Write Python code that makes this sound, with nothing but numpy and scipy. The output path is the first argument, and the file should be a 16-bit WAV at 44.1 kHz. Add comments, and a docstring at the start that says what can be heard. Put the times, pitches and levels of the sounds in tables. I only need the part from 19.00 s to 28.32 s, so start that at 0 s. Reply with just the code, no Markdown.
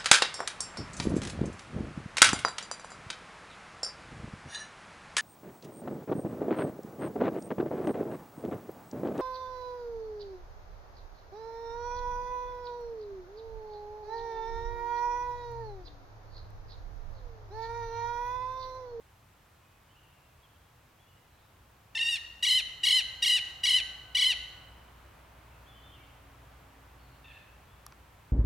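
"""Distant traffic drones behind a lawn, and small birds whistle far off. Then a lapwing, near and almost
straight ahead of the stereo microphone, gives six harsh squawks: harmonics from its syrinx, shaped by
throat and bill, whose pitch flicks up and down, then collapses. Grass and trees scatter the calls back.
Near the end a second lapwing answers from far away, and two small clicks sound close to the microphone."""
import sys
import numpy as np
from scipy import signal
from scipy.fft import rfft, irfft
from scipy.io import wavfile
from scipy.ndimage import map_coordinates

SR = 44100
rng = np.random.default_rng(int(sys.argv[2]) if len(sys.argv) > 2 else 0)


def int16_out(signal):
    """Quantize to a 16-bit WAV file."""
    q = np.round(np.clip(np.atleast_2d(signal).T, -1, 1) * 32767)
    wavfile.write(sys.argv[1], SR, q.astype(np.int16))


N = 411012
TIME = np.arange(N) / SR
FREQS = np.maximum(np.arange(N // 2 + 1) * SR / N, 1)
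CUTOFF_HZ = 16500


def from_db(db):
    """Decibels to gain."""
    return 10 ** (np.asarray(db) / 20)


def rms_one(x):
    """Scale to unit power."""
    return x / np.sqrt(np.mean(x ** 2) + 1e-20)


def at_hz(points, hz):
    """Read a curve on a log-frequency axis."""
    knots_hz, values = np.transpose(points)
    return np.interp(np.log(hz), np.log(knots_hz), values)


def drift(rate_hz, size):
    """A smooth random wander with a spread of about 1."""
    knots = rng.standard_normal(size)[:int(size * rate_hz / SR) + 4]
    return map_coordinates(knots, [np.arange(size) * rate_hz / SR], order=2, mode="nearest")


def add(track, start_s, sound):
    """Mix a sound into a track at a time."""
    i = int(start_s * SR)
    track[i:i + len(sound)] += sound[:N - i]


def stereo_noise(spectrum):
    """Coloured noise reaching the microphone from all round; rms 1."""
    # how alike left and right are: frequency_hz, correlation
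    likeness = [(60, 0.99), (140, 1), (300, 0.68), (700, 0.5), (1400, 0.42), (3000, 0.67), (7000, 0.16),
                (10000, 0.62), (13000, 1)]
    mid, side = rfft(rng.standard_normal((2, N)))
    alike = at_hz(likeness, FREQS)
    pair = np.sqrt(1 + alike) * mid + np.sqrt(1 - alike) * side * [[1], [-1]]
    return rms_one(irfft(pair * from_db(at_hz(spectrum, FREQS)), N))


def microphone_hiss(level_db=-72):
    """The microphone's own steady noise."""
    # colour of the hiss: frequency_hz, gain_db
    colour = [(300, -16), (2500, 5), (5000, 0), (7500, -1), (10300, -6.5), (12500, -2), (16000, -14)]
    return from_db(level_db) * stereo_noise(colour)


def hum(start_s, end_s, hz, level_db, waver, swell_db):
    """A far tone that swells and fades, wavering on its way through the air."""
    passing = np.sin(np.pi * np.clip((TIME - start_s) / (end_s - start_s), 0, 1)) ** 0.71
    phase = 2 * np.pi * np.cumsum(hz * (1 + waver * drift(30, N))) / SR
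    return passing * from_db(level_db + swell_db * drift(14, N)) * np.sqrt(2) * np.sin(phase)


def traffic(rumble_trim_db=0.5, tyre_trim_db=4.0):
    """Rumble, tyre noise and engine drones from a far road, with a thin sinking whine."""
    # loudness of the road before the trims: time_s, rumble_db, tyre_db
    road_levels = [(0.0, -65, -68.5), (2.18, -64, -68.5), (2.8, -63.5, -67.5), (4.38, -61, -62),
                   (7.27, -61, -62.5), (9.32, -61.5, -64.5)]
    # colours of rumble and tyres: frequency_hz, gain_db
    rumble_colour = [(20, -26), (35, -6), (52, -0.5), (85, 1.5), (130, -1.5), (170, -8), (250, -18.5),
                     (500, -34)]
    tyre_colour = [(120, -7), (280, -0.5), (420, -2), (700, 0.5), (1000, 1.5), (1400, -1.5), (2000, -6),
                   (3000, -10), (5000, -21.5), (9000, -29.5)]
    # passing engines, each gliding steadily: start_s, end_s, first_hz, last_hz, level_db
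    passes = [(2.3, 10.2, 61.8, 58.36, -60), (5.3, 9.3, 107, 135.9, -66), (6.4, 8.5, 286.2, 266, -71.5)]
    time_s, rumble_db, tyre_db = np.transpose(road_levels)
    rumble = from_db(np.interp(TIME, time_s, rumble_db) + rumble_trim_db) * stereo_noise(rumble_colour)
    tyres = from_db(np.interp(TIME, time_s, tyre_db) + tyre_trim_db) * stereo_noise(tyre_colour)
    engines = np.zeros(N)
    for start_s, end_s, first_hz, last_hz, level_db in passes:
        engine_hz = np.interp(TIME, [start_s, end_s], [first_hz, last_hz])
        engines += hum(start_s, end_s, engine_hz, level_db, waver=0.0123, swell_db=2.5)
    whine_span_s = (3.75, 5.94)
    whine_hz = 1522 - 43.9 * np.tanh((TIME - 5.07) / 0.33)  # sinks fastest at 5.07 s
    whine = hum(*whine_span_s, whine_hz, level_db=-62.5, waver=0.00394, swell_db=3)
    octave_below = hum(*whine_span_s, whine_hz / 2, level_db=-71.5, waver=0.0092, swell_db=1)
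    return rumble + tyres + engines + whine + octave_below


def scatter(sound, colour, decay, build_s):
    """Countless small echoes that build up, then die away, the treble first."""
    t = TIME[:SR * 3 // 2]
    grains = stereo_noise([(100, 0), (16000, 0)])[:, :len(t)]
    edges_hz = np.geomspace(300, CUTOFF_HZ, 11)
    response = np.zeros_like(grains)
    for low, high in zip(edges_hz, edges_hz[1:]):
        hz = np.sqrt(low * high)
        band = signal.sosfilt(signal.butter(2, [low, high], "band", fs=SR, output="sos"), grains)
        response += band * from_db(at_hz(colour, hz) - 60 * t / at_hz(decay, hz))
    response *= np.clip(t / build_s, 0, 1)
    response /= np.sqrt(np.sum(response ** 2) / 2)
    return signal.fftconvolve(sound[None], response, axes=1)[:, :N]


def tree_echo(sound):
    """The trees return a diffuse echo that is slow to build."""
    # colour of the echo: frequency_hz, gain_db
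    colour = [(500, -17), (2000, 4.5), (3000, 0), (4200, 2), (6000, 1), (10000, -0.5), (15000, -45)]
    # its decay: frequency_hz, t60_s
    decay = [(500, 1.0), (3000, 0.89), (4500, 0.8), (7000, 0.77), (15000, 0.1)]
    return scatter(sound, colour, decay, build_s=0.054)


def grass_echo(sound):
    """The ground nearby scatters sound back almost at once."""
    # colour of the echo: frequency_hz, gain_db
    colour = [(500, 0), (2000, 3.5), (3000, 1.2), (6000, 1.4), (15000, 0.064)]
    # its decay: frequency_hz, t60_s
    decay = [(500, 1), (15000, 0.032)]
    return scatter(sound, colour, decay, build_s=0.0064)


def songbirds(note_s=0.08, seesaw=0.055, arch=0.082, warble=0.0178):
    """Far birds whistle gliding phrases of short arched notes, high and low in turn."""
    # song phrases: start_s, length_s, first_hz, last_hz, level_db
    phrases = [(0.602, .11, 2420, 2420, -70), (0.886, 0.12, 2890, 3100, -61),
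               (1.101, 0.112, 2600, 2550, -66.5), (1.426, .04, 3250, 3060, -57),
               (1.98, .16, 3230, 3110, -64.5), (2.29, .16, 3800, 3970, -71), (6.5, .08, 2500, 2540, -63),
               (6.658, 0.32, 3230, 3450, -54), (6.929, 0.12, 2860, 2297, -57),
               (7.981, .11, 4400, 3950, -67), (8.68, 0.083, 3250, 3300, -65)]
    out = np.zeros(N)
    for start_s, length_s, first_hz, last_hz, level_db in phrases:
        along = np.linspace(0, 1, int(length_s * SR), endpoint=False)
        note, in_note = np.divmod(along * max(1, round(length_s / note_s)), 1)
        bend = seesaw * (-1) ** note - arch * (2 * in_note - 1) ** 2 + warble * drift(117, len(along))
        pitch_hz = (first_hz + (last_hz - first_hz) * along) * (1 + bend)
        envelope = from_db(level_db) * np.sqrt(np.sin(np.pi * in_note))
        add(out, start_s, envelope * np.sin(2 * np.pi * np.cumsum(pitch_hz) / SR))
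    return out


def clicks(band_ratio=1.23):
    """Two clicks close to the microphone, each three broad resonances that die within milliseconds."""
    # resonances of the clicks: start_s, level_db, centre_hz, t60_s
    resonances = [(8.8645, -39, 9470, 0.0056), (8.8654, -37.5, 5400, 0.0072), (8.865, -43.5, 1100, .018),
                  (8.9230, -48.5, 5000, 0.0066), (8.9232, -42, 1090, 0.019), (8.9236, -49, 2200, 0.014)]
    out, t = np.zeros(N), TIME[:SR // 20]
    for start_s, level_db, hz, t60_s in resonances:
        band = signal.butter(2, [hz / band_ratio, hz * band_ratio], "band", fs=SR, output="sos")
        burst = rms_one(signal.sosfilt(band, rng.standard_normal(len(t))))
        add(out, start_s, from_db(level_db - 60 * t / t60_s) * burst)
    return out


def call_colour_db(hz):
    """The call as heard: broad resonances of throat and bill, narrow notches like a ground bounce's."""
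    # resonances of throat and open bill: frequency_hz, gain_db
    resonances = [(950, -38), (1450, -33), (1950, -14), (2300, -9), (2650, -4.5), (3000, 0.5), (3300, -8.5),
                  (4200, -7), (5000, -17), (5750, -13.5), (6700, -22.5), (10100, -22.5), (11300, -28.5),
                  (13400, -39), (15500, -59)]
    # one slight peak, then narrow notches as from a ground bounce: centre_hz, half_width_hz, gain_db
    notches = [(3877, 113, 0.5), (4660, 87, -11), (5230, 120, -5.5), (6070, 166, -13.5), (6830, 45, -25),
               (8010, 84, -7), (9380, 60, -18), (10735, 310, -14)]
    notch_db = sum(db * np.exp(-((hz - centre) / width) ** 2) for centre, width, db in notches)
    return at_hz(resonances, hz) + notch_db


def flicks(t, spacing_s, rise_hz, flick_ratio, arch_hz=32.7):
    """Hz added to the pitch: three sharp flicks, each lower than the one before, then a gentle arch."""
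    # upward flicks of the voice: place_in_spacings, half_length_s
    timing = [(1.0, .0078), (2.04, 0.00786), (2.88, .0058)]
    bumps = [(place, half_s, rise_hz * flick_ratio ** k) for k, (place, half_s) in enumerate(timing)]
    bumps.append((4.1, 0.01292, arch_hz))
    return sum(hz * np.exp(-np.abs((t - place * spacing_s) / half_s) ** 3) for place, half_s, hz in bumps)


def squawk(call, jitter, rasp_db, rise_hz):
    """One lapwing call: syrinx harmonics sweep through throat resonances and ground-bounce notches."""
    start_s, end_s, first_hz, last_hz, source_db, first_tilt, last_tilt, tuning, spacing_s, ratio = call
    length_s = end_s - start_s
    size = int((length_s + 0.008) * SR)
    t = np.arange(size) / SR
    glide_hz = np.interp(t, [0, length_s], [first_hz, last_hz])
    snap = 1 + 0.345 * np.exp(-t / 0.00192)  # the syrinx starts tight and snaps down onto its note
    collapse = 1 - 0.26 * np.exp((t - length_s) / 0.013)  # the pressure gives out
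    flick_hz = flicks(t, spacing_s, rise_hz, ratio)
    unsteady = 1 + jitter * drift(700, size) + 0.0071 * np.exp(-t / 0.11) * drift(100.9, size)
    pitch_hz = (glide_hz * snap * collapse + flick_hz) * unsteady
    phase = 2 * np.pi * np.cumsum(pitch_hz) / SR
    hoarseness = from_db(rasp_db + 9 * flick_hz / 150)  # every flick strains the voice and makes it rasp
    tilt = np.interp(t, [0, length_s], [first_tilt, last_tilt])
    slack_db = -7.28 * np.exp((t - length_s) / 0.016)  # a slackening syrinx loses upper harmonics first
    voice = np.zeros(size)
    for k in range(1, 18):
        hz = k * pitch_hz
        syrinx_db = tilt * np.log2(hz / 3000) + slack_db * np.log(k)
        flutter_db = 2 * np.sqrt(k / 6) * drift(101.9, size)
        rasp = hoarseness * np.sqrt(k) * drift(900, size)
        gain = from_db(call_colour_db(hz / tuning) + syrinx_db + flutter_db) * (hz < CUTOFF_HZ)
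        voice += gain * (np.sin(k * phase) + rasp * np.cos(k * phase))
    attack_db = -18 * np.clip(1 - t / 0.0067, 0, 1)
    shimmer_db = 1.4 * drift(246.2, size)
    edge_fade = np.clip(np.minimum(t, t[-1] - t) / 0.001, 0, 1)
    return voice * edge_fade * from_db(source_db + attack_db + shimmer_db)


def far_lapwing(foliage_hz=3900):
    """One short, hoarse answer; the long way through foliage takes the treble off."""
    # the answering call: columns as in near_lapwing
    calls = [(8.238, 8.335, 901, 871, -47, 2.5, 1, 0.85, 0.0285, .5)]
    out = np.zeros(N)
    for call in calls:
        add(out, call[0], squawk(call, jitter=0.021, rasp_db=-14, rise_hz=13))
    return signal.sosfilt(signal.butter(4, foliage_hz, fs=SR, output="sos"), out)


def near_lapwing():
    """Six squawks with strong pitch flicks from the bird on the lawn."""
    # calls: start_s, end_s, first_hz, last_hz, source_db, first_tilt_db_per_octave,
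    # last_tilt_db_per_octave, colour_tuning_ratio, flick_spacing_s, flick_to_flick_ratio
    calls = [(2.948, 3.175, 891, 946.5, -26.5, -5.5, 3, 0.96, 0.037, .25),
             (3.424, 3.608, 949, 1028, -21, -0.5, 0.5, 1.006, 0.035, 0.51),
             (3.831, 4.012, 948, 1030, -20.5, -0.5, 0, 1.0, 0.031, .77),
             (4.220, 4.392, 940.6, 981.7, -21, 0.5, 1, 0.98, 0.033, .66),
             (4.632, 4.806, 953, 1014, -20.5, -1, -0.5, 1.003, .0325, .65),
             (5.146, 5.333, 974, 1015, -21, -2, -1.5, 1.02, 0.033, 0.75)]
    out = np.zeros(N)
    for call in calls:
        add(out, call[0], squawk(call, jitter=0.0069, rasp_db=-26.5, rise_hz=176.2))
    return out


def off_centre(sound, pan_db=0.34, lag_s=8e-6):
    """The near bird stands just off centre: the left channel is a touch louder and later."""
    sides = np.array([[1], [-1]])
    delay = np.exp(-2j * np.pi * FREQS * lag_s * sides / 2)
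    return from_db(pan_db * sides) * irfft(rfft(sound) * delay, N)


def scene(grass_db=-18, near_echo_db=-17, far_direct_db=-5.5, far_echo_db=-6):
    """At the microphone the near bird is mostly direct sound, the far ones as much echo as direct."""
    near = near_lapwing()
    far = far_lapwing() + songbirds()
    direct = off_centre(near) + from_db(far_direct_db) * far
    grass = grass_echo(from_db(grass_db) * near)
    trees = tree_echo(from_db(near_echo_db) * near + from_db(far_echo_db) * far)
    return direct + grass + trees + clicks() + traffic() + microphone_hiss()


def record(dry):
    """A steep low-pass cuts the highest treble."""
    return signal.sosfiltfilt(signal.ellip(10, 0.1, 70, CUTOFF_HZ, fs=SR, output="sos"), dry)


dry = scene()
out = record(dry)
int16_out(out)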